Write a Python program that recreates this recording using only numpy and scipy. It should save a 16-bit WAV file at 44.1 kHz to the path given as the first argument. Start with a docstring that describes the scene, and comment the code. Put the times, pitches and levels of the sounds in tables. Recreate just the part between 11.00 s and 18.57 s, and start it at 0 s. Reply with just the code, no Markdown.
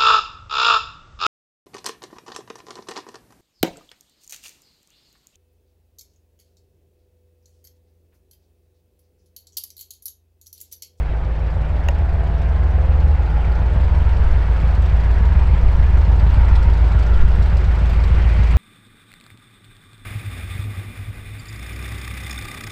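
"""A propeller drones over an exhaust that thuds and spits and a cowling that clatters: a light aircraft,
its four-cylinder engine idling, taxies over open grass toward the microphone from 58.5 m away.
One shaft phase times the drone and the four uneven firings; filtered noise makes gas, air and rattle.
Far off, a faster engine hums and buzzes in overtones that beat with the near exhaust.
A light wind rumbles on the microphone, and something small and hard clicks once close by."""
import sys
import numpy as np
from scipy import signal
from scipy.fft import rfft, irfft, next_fast_len
from scipy.io import wavfile
from scipy.ndimage import uniform_filter1d, minimum_filter1d, map_coordinates

SR = 44100
rng = np.random.default_rng(int(sys.argv[2]) if len(sys.argv) > 2 else 0)


def file_out(sig):
    """Save sig as 16-bit WAV at sys.argv[1]."""
    # one column per channel
    cols = np.atleast_2d(sig).T
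    # limit, then scale
    lim = np.clip(cols, -1, 1)
    pcm = np.round(lim * 32767).astype(np.int16)
    wavfile.write(sys.argv[1], SR, pcm)


N = 333837

# The cylinders in firing order. Each row: place in the engine cycle (0-1), thud in dB, spit in dB.
CYLINDER_FIRINGS = [(.135, -2, -4.5), (0.388, -6, -7), (0.649, -8.5, -4), (0.859, 0.5, -20)]
# Steady exhaust tones. Each row: multiple of the engine cycle rate, relative level in dB.
EXHAUST_TONES = [(9, 1), (10, -12), (12, -3.5), (13, 0), (15, -5.5), (16, -6), (17, -14.5), (20, -16),
                 (21, -15), (24, -12.5), (25, -17), (28, -15), (29, -20.5), (37, -28.5), (46, -26.5),
                 (54, -26.5)]
# Colour of the exhaust pipe. Each row: frequency in Hz, gain in dB.
PIPE_COLOUR = [(12, -22), (25, -4), (42, -0.5), (60, -16), (85, 4.5), (115, -1.5), (140, -5), (175, -14),
               (197, -16), (240, -26), (400, -28.5), (700, -33), (2000, -79), (6000, -120)]
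# Colour of the valve clatter. Each row: frequency in Hz, relative density in dB per Hz.
CLATTER_COLOUR = [(400, -25.5), (900, -4), (1150, 0), (1450, -1), (1900, -2), (2500, -5.5), (3200, -12),
                  (4200, -21), (6000, -33.5), (10000, -81.5)]
# Colour of the spitting gas. Each row: frequency in Hz, relative density in dB per Hz.
SPIT_COLOUR = [(900, -25), (2000, -2.5), (3300, 5), (4600, 3.5), (6500, -6.5), (8400, -7.5), (10000, -20),
               (11050, -31.5), (11900, -23), (14000, -16), (16000, -27.5)]
# Colour of the wind on the microphone. Each row: frequency in Hz, relative density in dB per Hz.
WIND_SPECTRUM = [(3, -33.5), (7, -4), (10, 8.5), (17, -3), (25, 1.5), (42, -15), (100, -29.5), (300, -63.5),
                 (1000, -120)]
# Ringing cowling panels. Each row: centre in Hz, width in Hz, relative level in dB.
PANEL_RESONANCES = [(1338, 210, -2), (1466, 150, -1.5), (1664, 190, -4.5), (2160, 490, -4.5),
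                    (2753, 150, -11.5)]
# The hardest exhaust spits. Each row: start in seconds, approximate peak in dB.
HARD_SPITS = [(1.377, -46), (2.805, -45), (3.613, -44), (3.8536, -40.5), (3.997, -43.5), (4.107, -44.5),
              (4.25, -43), (5.009, -44), (5.267, -55), (5.4835, -49.5), (5.552, -37), (5.697, -42),
              (5.8414, -50), (5.987, -39.5), (6.0242, -46), (6.141, -40.5), (6.277, -44), (6.424, -42.5),
              (6.567, -44), (6.748, -41.5), (6.8927, -35.5), (7.0354, -35.5), (7.144, -43), (7.431, -45),
              (7.468, -41)]
# Speed of the distant engine. Each row: time in seconds, firing rate in Hz.
FAR_FIRING_RATE = [(0, 74.2), (1, 75.26), (2, 74.86), (2.6, 75.78), (3.1, 74.9), (3.6, 74.11), (4.4, 74.63),
                   (5, 75.2), (5.8, 75.02), (6.5, 74.77), (7.57, 74.34)]
# Overtones of the distant engine. Each row: frequency in Hz, relative level in dB.
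FAR_OVERTONES = [(150, 12), (226, -3.5), (300, -1), (376, -4), (450, -5), (527, -3.5), (600, -5), (680, -5),
                 (753, -3), (830, -3.5), (905, -5), (980, -9.5), (1150, -17), (1600, -10), (2400, -24),
                 (3000, -22)]
# The click close by. Each row: start in seconds, approximate peak in dB.
CLICK_EVENTS = [(0.8862, -7.5)]
# Ringing of the small hard part. Each row: frequency in Hz, relative level in dB, 60 dB decay in seconds.
CLICK_RINGING = [(560, -8, 0.077), (660, -5, 0.035), (787, -9, 0.059), (947, -7, 0.052), (1180, -24, 0.025),
                 (1450, -14, .025), (1864, -5, 0.02), (2640, -5, 0.017), (2820, -4.5, 0.019),
                 (3440, -14.5, 0.0081), (3850, -17.5, 0.018), (4740, -26.5, 0.017), (5496, -21, 0.014),
                 (6300, -12.5, 0.0088), (6756, -16, 0.015), (7250, -15, 0.0076)]
# Colour of the propeller's wash. Each row: frequency in Hz, relative density in dB per Hz.
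WASH_COLOUR = [(120, -20.5), (245, -2), (330, -2), (450, 0), (650, 0), (850, -2.5), (1100, -8.5),
               (1600, -17), (3000, -45.5), (6000, -120)]
# Pitch of the propeller, which hunts and sags with the idling shaft. Each row: time in seconds, drone in Hz.
DRONE_PITCH = [(0.0, 54.36), (0.8, 54.17), (1.2, 55.37), (1.75, 55.19), (2.15, 52.75), (2.55, 56.12),
               (3.1, 55.1), (3.65, 54.84), (4.0, 55.82), (4.7, 55.46), (5.0, 54.21), (5.4, 55.79),
               (5.9, 54.77), (6.3, 55.52), (6.6, 55.2), (7.57, 55.74)]
# How strongly the drone arrives. Each row: time in seconds, level in dB.
DRONE_LEVEL = [(0, -18), (1.1, -16.5), (1.55, -14.5), (2.0, -13.5), (2.15, -15.5), (2.35, -13.5),
               (3.5, -12.5), (4.25, -11), (4.8, -11), (5.5, -9), (6.7, -12), (7.57, -9.5)]
# Level of the howl in the propeller's airflow. Each row: time in seconds, level in dB.
HOWL_STRENGTH = [(0, -51), (1.7, -51), (2.3, -43), (3.35, -43), (3.7, -55), (4.2, -40.5), (4.7, -43.5),
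                 (5.5, -38), (6.3, -48.5), (6.9, -44), (7.57, -56)]
# Gusts on the microphone. Each row: centre in seconds, half-length in seconds, level in dB.
WIND_GUSTS = [(3.3, 0.13, -13), (4.15, 0.26, -18), (4.703, 0.26, -16), (5.496, 0.39, -18.5),
              (6.27, 0.11, -9.5)]
# Treble on top of the steady approach. Each row: time in seconds, gain in dB.
TREBLE_GAIN = [(0, -0.5), (1.9, 0), (2.6, 1), (3.4, 2.5), (4.0, 1.05), (4.9, 0.6), (5.55, 1), (6.5, 0),
               (7.57, 0.7)]
# The distant hum. Each row: time in seconds, level in dB before its small random wobble.
HUM_LEVEL = [(0, -17.5), (1, -13.5), (2.05, -23.5), (2.6, -16.5), (3.5, -25.5), (4.6, -15), (6, -30),
             (7.57, -23)]
# Passing swells of single distant overtones. Each row: centre in seconds, half-length in seconds,
# overtone in Hz, gain in dB.
BUZZ_SWELLS = [(.42, .25, 527, 5), (1.45, .42, 678, 6.5), (1.601, 1.1, 452, 6), (1.605, .22, 1055, 13.5),
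               (1.917, 0.25, 527, 10.5), (2.796, 0.16, 527, 7), (2.851, 0.27, 603, 9), (3.247, .2, 450, 9),
               (3.1, .35, 980, 6.5), (6.001, 1.2, 375, 11.5)]
# Flares of the roar. Each row: centre in seconds, half-length in seconds, band in Hz, width in Hz,
# level in dB before the flutter.
ROAR_FLARES = [(1.55, 0.32, 1600, 149, -50.5), (2.4, .25, 1390, 160, -43.5), (3.352, .25, 1355, 220, -47),
               (4.15, .25, 1670, 90, -48), (4.816, .16, 1700, 150, -46), (5.503, 0.28, 1383, 280, -40),
               (6.154, 0.23, 1393, 180, -40), (7.45, .4, 2130, 790, -41.5)]

# The aircraft rolls straight in at a steady pace.
START_M, TAXI_M_PER_S = 58.5, 3.97
# Levels at the starting distance, before the treble curve; each gains as the aircraft nears.
CLATTER_DB, SPIT_DB, PANELS_DB = -44, -59, -54
# Grass and air swallow this much spitting treble over each metre.
SPIT_LOSS_DB_PER_M = 0.12
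# Exhaust and wash at the drone's mean level, and the share of its dB swings that they follow.
THUD_DB, THUD_FOLLOWS = -26.5, 0.81
WASH_DB, WASH_FOLLOWS = -37, 0.22
# The low end of the wash fills out by this share of the dB gained in nearing.
WASH_LOW_HZ, WASH_FILL = 340, 0.91
# The howl climbs once and stays up.
HOWL_LOW_HZ, HOWL_HIGH_HZ, HOWL_CLIMBS_S, HOWL_CLIMB_S = 837, 929.6, 2.65, .2
# Engine bay boom against the drone; it opens only once the nose has come round.
BOOM_DB, BOOM_OPENS_S, BOOM_OPENING_S, BOOM_SHUT_DB = -37.5, 1.4, 0.85, -12.5
# The exhaust throb lies close in pitch to the distant hum; the two oppose each other at CANCEL_S.
THROB_ORDER, CANCEL_S = 11, 4.08
# Throb at idle speed and mean drone level; it grows as the labouring shaft sags.
THROB_DB, IDLE_HZ, THROB_DB_PER_HZ = -18.5, 54.7, 5
# The distant buzz swells in to BUZZ_DB, holds, then fades to a lower level.
BUZZ_DB, BUZZ_SWELLS_S, BUZZ_SWELLING_S, BUZZ_SWELL_DB = -33.5, 0.53, 0.13, 3.5
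BUZZ_FADES_S, BUZZ_FADING_S, BUZZ_FADE_DB = 3.94, 0.5, -7
# The overtones that carry best drift upward and come to rest.
FOCUS_START_HZ, FOCUS_RISE_HZ_PER_S, FOCUS_END_HZ = 487, 150, 1010
BREEZE_DB = -27.5
TOP_HZ = 15750


def amp(db):
    """Decibels to gain."""
    return 10 ** (np.asarray(db) / 20)


def unit(x):
    """Scale to rms 1."""
    return x / np.sqrt(np.mean(x ** 2) + 1e-20)


def along(points, hz):
    """Read (Hz, value) points on a log frequency axis."""
    f, v = np.transpose(points)
    return np.interp(np.log(hz + 1), np.log(f + 1), v)


def curve(rows):
    """One value per sample from (seconds, value) rows."""
    s, values = np.transpose(rows)
    return np.interp(np.arange(N) / SR, s, values)


def wobble(rate):
    """A smooth random curve with rate knots a second."""
    return map_coordinates(rng.standard_normal(2048), [np.arange(N) * rate / SR + 2], mode="mirror")


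def step(at_s, width_s):
    """A smooth change from 0 to 1 around a moment."""
    return .5 + .5 * np.tanh((np.arange(N) / SR - at_s) / (2 * width_s))


def swell(at_s, half_s):
    """A smooth rise to 1 and fall around a moment."""
    return np.exp(-((np.arange(N) / SR - at_s) / half_s) ** 2)


def filtered(x, response):
    """Multiply the spectrum of x by a response of frequency."""
    m = next_fast_len(N + SR // 2)
    return irfft(rfft(x, m) * response(np.fft.rfftfreq(m, 1 / SR)), m)[:N]


def noise(spectrum):
    """Coloured noise of rms 1."""
    return unit(filtered(rng.standard_normal(N), lambda hz: amp(along(spectrum, hz))))


def causal(spectrum, hz):
    """The minimum-phase response with this colour: it rings only after a blow."""
    cepstrum = irfft(np.log(amp(along(spectrum, hz))))
    half = len(cepstrum) // 2
    cepstrum[1:half] *= 2
    cepstrum[half + 1:] = 0
    return np.exp(rfft(cepstrum))


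def resonant(centre_hz, width_hz):
    """Noise of rms 1 ringing in one resonance."""
    def response(f):
        peak = 1j * f * width_hz / (centre_hz ** 2 - f * f + 1j * f * width_hz)
        return peak ** 2
    return unit(filtered(rng.standard_normal(N), response))


def impulses(times, sizes):
    """A train of single blows."""
    samples = np.clip(np.round(times * SR).astype(int), 0, N)
    return np.bincount(samples, sizes, N + 1)[:N]


def puffs(blows, rise, t60):
    """Each blow opens a quick swell that dies away (both times in seconds)."""
    t = np.arange(SR // 4) / SR
    shape = (1 - np.exp(-t / rise)) * amp(-60 * t / t60)
    return signal.fftconvolve(blows, shape / shape.max())[:N]


def patchy(x, depth_db, across_hz, lasting_s):
    """Turbulence: short patches of the sound stand out or sink, each in its own band."""
    z = signal.stft(x, nperseg=256)[2]
    bands, frames = np.indices(z.shape)
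    at = [bands * SR / 256 / across_hz, frames * 128 / SR / lasting_s]
    field = map_coordinates(rng.standard_normal((96, 1024)), at, order=1, mode="mirror")
    patches_db = depth_db * unit(np.tanh(2 * field))
    return unit(signal.istft(z * amp(patches_db), nperseg=256)[1][:N])


def engine_cycle():
    """Engine cycles done so far: the drone swings eight times in each."""
    return np.cumsum(curve(DRONE_PITCH)) / SR / 8


def approach():
    """Metres rolled so far, and the dB gained by being nearer (inverse distance)."""
    rolled_m = TAXI_M_PER_S * np.arange(N) / SR
    return rolled_m, 20 * np.log10(START_M / np.maximum(START_M - rolled_m, 1))


def propeller(cycle, drone_db, swell_db, near_db):
    """The blades beat the air into a pure drone, over churned wash and a howl."""
    drone = amp(drone_db) * np.sin(2 * np.pi * 8 * cycle)
    return drone + amp(WASH_DB + WASH_FOLLOWS * swell_db) * wash(near_db) + howl(width_hz=75)


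def wash(near_db):
    """Air churned by the blades, fuller from near by."""
    air = noise(WASH_COLOUR)
    low = filtered(air, lambda hz: 1 / (1 + (hz / WASH_LOW_HZ) ** 8))
    fill = amp(WASH_FILL * (near_db - near_db.mean()))
    return (air - low + low * fill) * amp(0.47 * wobble(16))


def howl(width_hz):
    """A narrow, breathy noise band in the airflow that climbs in pitch, coming and going."""
    def band():
        return filtered(rng.standard_normal(N), lambda f: 1 / (1 + (f / width_hz) ** 2))
    hz = HOWL_LOW_HZ + (HOWL_HIGH_HZ - HOWL_LOW_HZ) * step(HOWL_CLIMBS_S, HOWL_CLIMB_S)
    phase = 2 * np.pi * np.cumsum(hz) / SR
    breath = unit(band() * np.cos(phase) + band() * np.sin(phase))
    return amp(curve(HOWL_STRENGTH)) * breath


def firings(cycle, jitter_s, thud_scatter_db, spit_scatter_db):
    """Thud and spit blows: four unequal firings a cycle, none burning quite like the last."""
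    chance = rng.standard_normal((60, 4, 3))  # cycles, cylinders, (timing, thud, spit)
    place, thud_db, spit_db = np.transpose(CYLINDER_FIRINGS)
    turns = np.arange(len(chance))[:, None] + place
    times = np.interp(turns, cycle, np.arange(N) / SR, right=N) + jitter_s * chance[..., 0]
    thud = amp(thud_db + thud_scatter_db * chance[..., 1])
    spit = amp(spit_db + spit_scatter_db * chance[..., 2])
    return impulses(times.ravel(), thud.ravel()), impulses(times.ravel(), spit.ravel())


def exhaust(cycle, thuds):
    """Firings thump through the pipe; their repeating pattern holds a few low tones."""
    def tone(order):
        phase = 2 * np.pi * (order * cycle + rng.random()) + .2 * wobble(4)
        return amp(1.5 * wobble(3)) * np.sin(phase)
    thump = unit(filtered(thuds, lambda hz: causal(PIPE_COLOUR, hz)))
    gas = unit(noise(PIPE_COLOUR) * (0.16 + puffs(thuds, rise=0.0026, t60=0.078)))
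    tones = sum(amp(db) * tone(order) for order, db in EXHAUST_TONES)
    return amp(-3.5) * thump + amp(-3) * gas + tones


def throb(cycle, drone_hz, swell_db):
    """The exhaust's strongest tone, louder as the labouring shaft sags below its idle."""
    db = THROB_DB + THROB_DB_PER_HZ * (IDLE_HZ - drone_hz) + 0.55 * swell_db
    return amp(db) * np.sin(2 * np.pi * THROB_ORDER * cycle)


def spitting(spits):
    """Gas puffs out at each opening exhaust valve in shifting patches of colour, over a steady hiss."""
    sparks = (rng.random(N) < 3500 / SR) * rng.standard_normal(N)  # about 3500 a second
    crackle = unit(filtered(sparks, lambda hz: causal(SPIT_COLOUR, hz)))
    gas = noise(SPIT_COLOUR) + amp(-7) * crackle
    flecked = patchy(gas, depth_db=4, across_hz=480, lasting_s=.018)
    bursts = unit(flecked * puffs(spits, rise=0.0026, t60=.11))
    return amp(-3.5) * bursts + amp(-2.5) * noise(SPIT_COLOUR)


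def clatter(thuds):
    """Valve gear rattles, a little harder at each firing."""
    ticks = (rng.random(N) < 900 / SR) * rng.standard_normal(N)  # about 900 a second
    rattle = unit(filtered(ticks, lambda hz: causal(CLATTER_COLOUR, hz)))
    pulsing = unit(1 + 0.3 * puffs(thuds, rise=0.0016, t60=0.016)) * amp(0.59 * wobble(45))
    rush = patchy(noise(CLATTER_COLOUR), depth_db=2.5, across_hz=280, lasting_s=.016)
    return pulsing * (amp(-0.96) * rush + amp(-7.5) * rattle)


def cowling(drone_db, near_db):
    """The engine bay booms with the drone and its panels ring, each swelling on its own."""
    boom_db = drone_db + BOOM_DB + BOOM_SHUT_DB * (1 - step(BOOM_OPENS_S, BOOM_OPENING_S))
    boom = amp(boom_db) * resonant(centre_hz=381.5, width_hz=53)
    panels = sum(amp(db + 2.5 * wobble(5)) * resonant(hz, width) for hz, width, db in PANEL_RESONANCES)
    return boom + amp(PANELS_DB + near_db) * unit(panels)


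def distant_engine(cycle):
    """A far-off firing tone beats against the near exhaust, under a buzz of its overtones."""
    firing_hz = curve(FAR_FIRING_RATE)
    turns = np.cumsum(firing_hz) / SR
    lead = (turns - THROB_ORDER * cycle)[round(CANCEL_S * SR)]
    phase = 2 * np.pi * (turns - lead + .5)  # half a turn from the throb at CANCEL_S
    hum = amp(curve(HUM_LEVEL) + 0.41 * wobble(4.2)) * np.sin(phase + 0.082 * wobble(5.3))
    swell_db = BUZZ_SWELL_DB * (step(BUZZ_SWELLS_S, BUZZ_SWELLING_S) - 1)
    fade_db = BUZZ_FADE_DB * step(BUZZ_FADES_S, BUZZ_FADING_S)
    return hum + amp(BUZZ_DB + swell_db + fade_db) * distant_buzz(firing_hz, phase)


def distant_buzz(firing_hz, phase):
    """Overtones 2 to 25 of the distant engine swell and fade one by one in moving air."""
    focus_hz = np.minimum(FOCUS_START_HZ + FOCUS_RISE_HZ_PER_S * np.arange(N) / SR, FOCUS_END_HZ)
    buzz = np.zeros(N)
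    for k in range(2, 26):
        hz = k * firing_hz.mean()
        focus_db = 6 / (1 + ((hz - focus_hz) / 50) ** 2)
        level_db = along(FAR_OVERTONES, hz) + focus_db + 1.5 * wobble(5)
        for s, half_s, at_hz, db in BUZZ_SWELLS:
            if abs(hz - at_hz) < firing_hz[0] / 2:  # the overtone nearest to this swell
                level_db = level_db + db * swell(s, half_s)
        buzz += amp(level_db) * np.cos(k * phase + 0.07 * k * wobble(5) + .7 * wobble(1))
    return unit(buzz)


def wind():
    """A light breeze rumbles on the microphone as low noise, with a few gusts."""
    gusts = sum(amp(db) * swell(s, half_s) for s, half_s, db in WIND_GUSTS)
    breeze = amp(BREEZE_DB + 1.8 * wobble(1.7))
    return np.hypot(breeze, gusts) * noise(WIND_SPECTRUM)


def click():
    """A small hard part snaps close to the microphone: a noise crack and a brief ring of modes."""
    t = np.arange(SR // 8) / SR
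    ring = sum(amp(db - 60 * t / t60) * np.sin(2 * np.pi * (hz * t + rng.random()))
               for hz, db, t60 in CLICK_RINGING)
    crack = amp(-17.0 - 60 * t / 0.014) * rng.standard_normal(len(t))
    snap = (ring + crack) * (1 - np.exp(-t / 0.0002))
    s, db = np.transpose(CLICK_EVENTS)
    return signal.fftconvolve(impulses(s, amp(db - 8.0)), snap)[:N]  # 8 dB: allowance for the snap's peak


def hard_spits():
    """Now and then a harder spit: a puff of patchy gas noise."""
    s, db = np.transpose(HARD_SPITS)
    gas = patchy(noise(SPIT_COLOUR), depth_db=4, across_hz=520, lasting_s=.02)
    strengths = impulses(s, amp(db - 6.5))  # 6.5 dB: allowance for noise peaks above rms
    return gas * puffs(strengths, rise=0.006, t60=0.065)


def roars():
    """Now and then one band of the roar flares up, rough and fluttering."""
    flares = sum(amp(db) * swell(s, half_s) * resonant(hz, width)
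                 for s, half_s, hz, width, db in ROAR_FLARES)
    return flares * amp(1.2 * wobble(50) - 1)


def aircraft(cycle):
    """One shaft drives propeller and engine; the bass swells with the drone, the treble with nearness."""
    drone_db = curve(DRONE_LEVEL)
    swell_db = drone_db - drone_db.mean()
    rolled_m, near_db = approach()
    treble_db = near_db + curve(TREBLE_GAIN)
    thuds, spits = firings(cycle, jitter_s=0.0005, thud_scatter_db=2.1, spit_scatter_db=2.3)
    blades = propeller(cycle, drone_db, swell_db, near_db)
    pipe = amp(THUD_DB + THUD_FOLLOWS * swell_db) * exhaust(cycle, thuds)
    pipe = pipe + throb(cycle, curve(DRONE_PITCH), swell_db)
    valves = amp(CLATTER_DB + treble_db) * clatter(thuds)
    # the loss over each metre is regained as that metre is rolled
    gas = amp(SPIT_DB + treble_db + SPIT_LOSS_DB_PER_M * rolled_m) * spitting(spits)
    return blades + pipe + valves + gas + hard_spits() + roars() + cowling(drone_db, treble_db)


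def scene():
    """Open grass, no echoes: the aircraft, the engine far off, the wind and the click."""
    cycle = engine_cycle()
    return (aircraft(cycle) + distant_engine(cycle) + wind() + click())[None]


def record(dry):
    """A limiter eases the biggest swings over 40 ms, and nothing is kept above the band limit."""
    needed = np.minimum(1, .94 / (np.abs(dry[0]) + 1e-9))
    gain = uniform_filter1d(minimum_filter1d(needed, size=SR // 25), size=SR // 25)
    return filtered(dry[0] * gain, lambda hz: hz < TOP_HZ)[None]


dry = scene()
out = record(dry)
file_out(out)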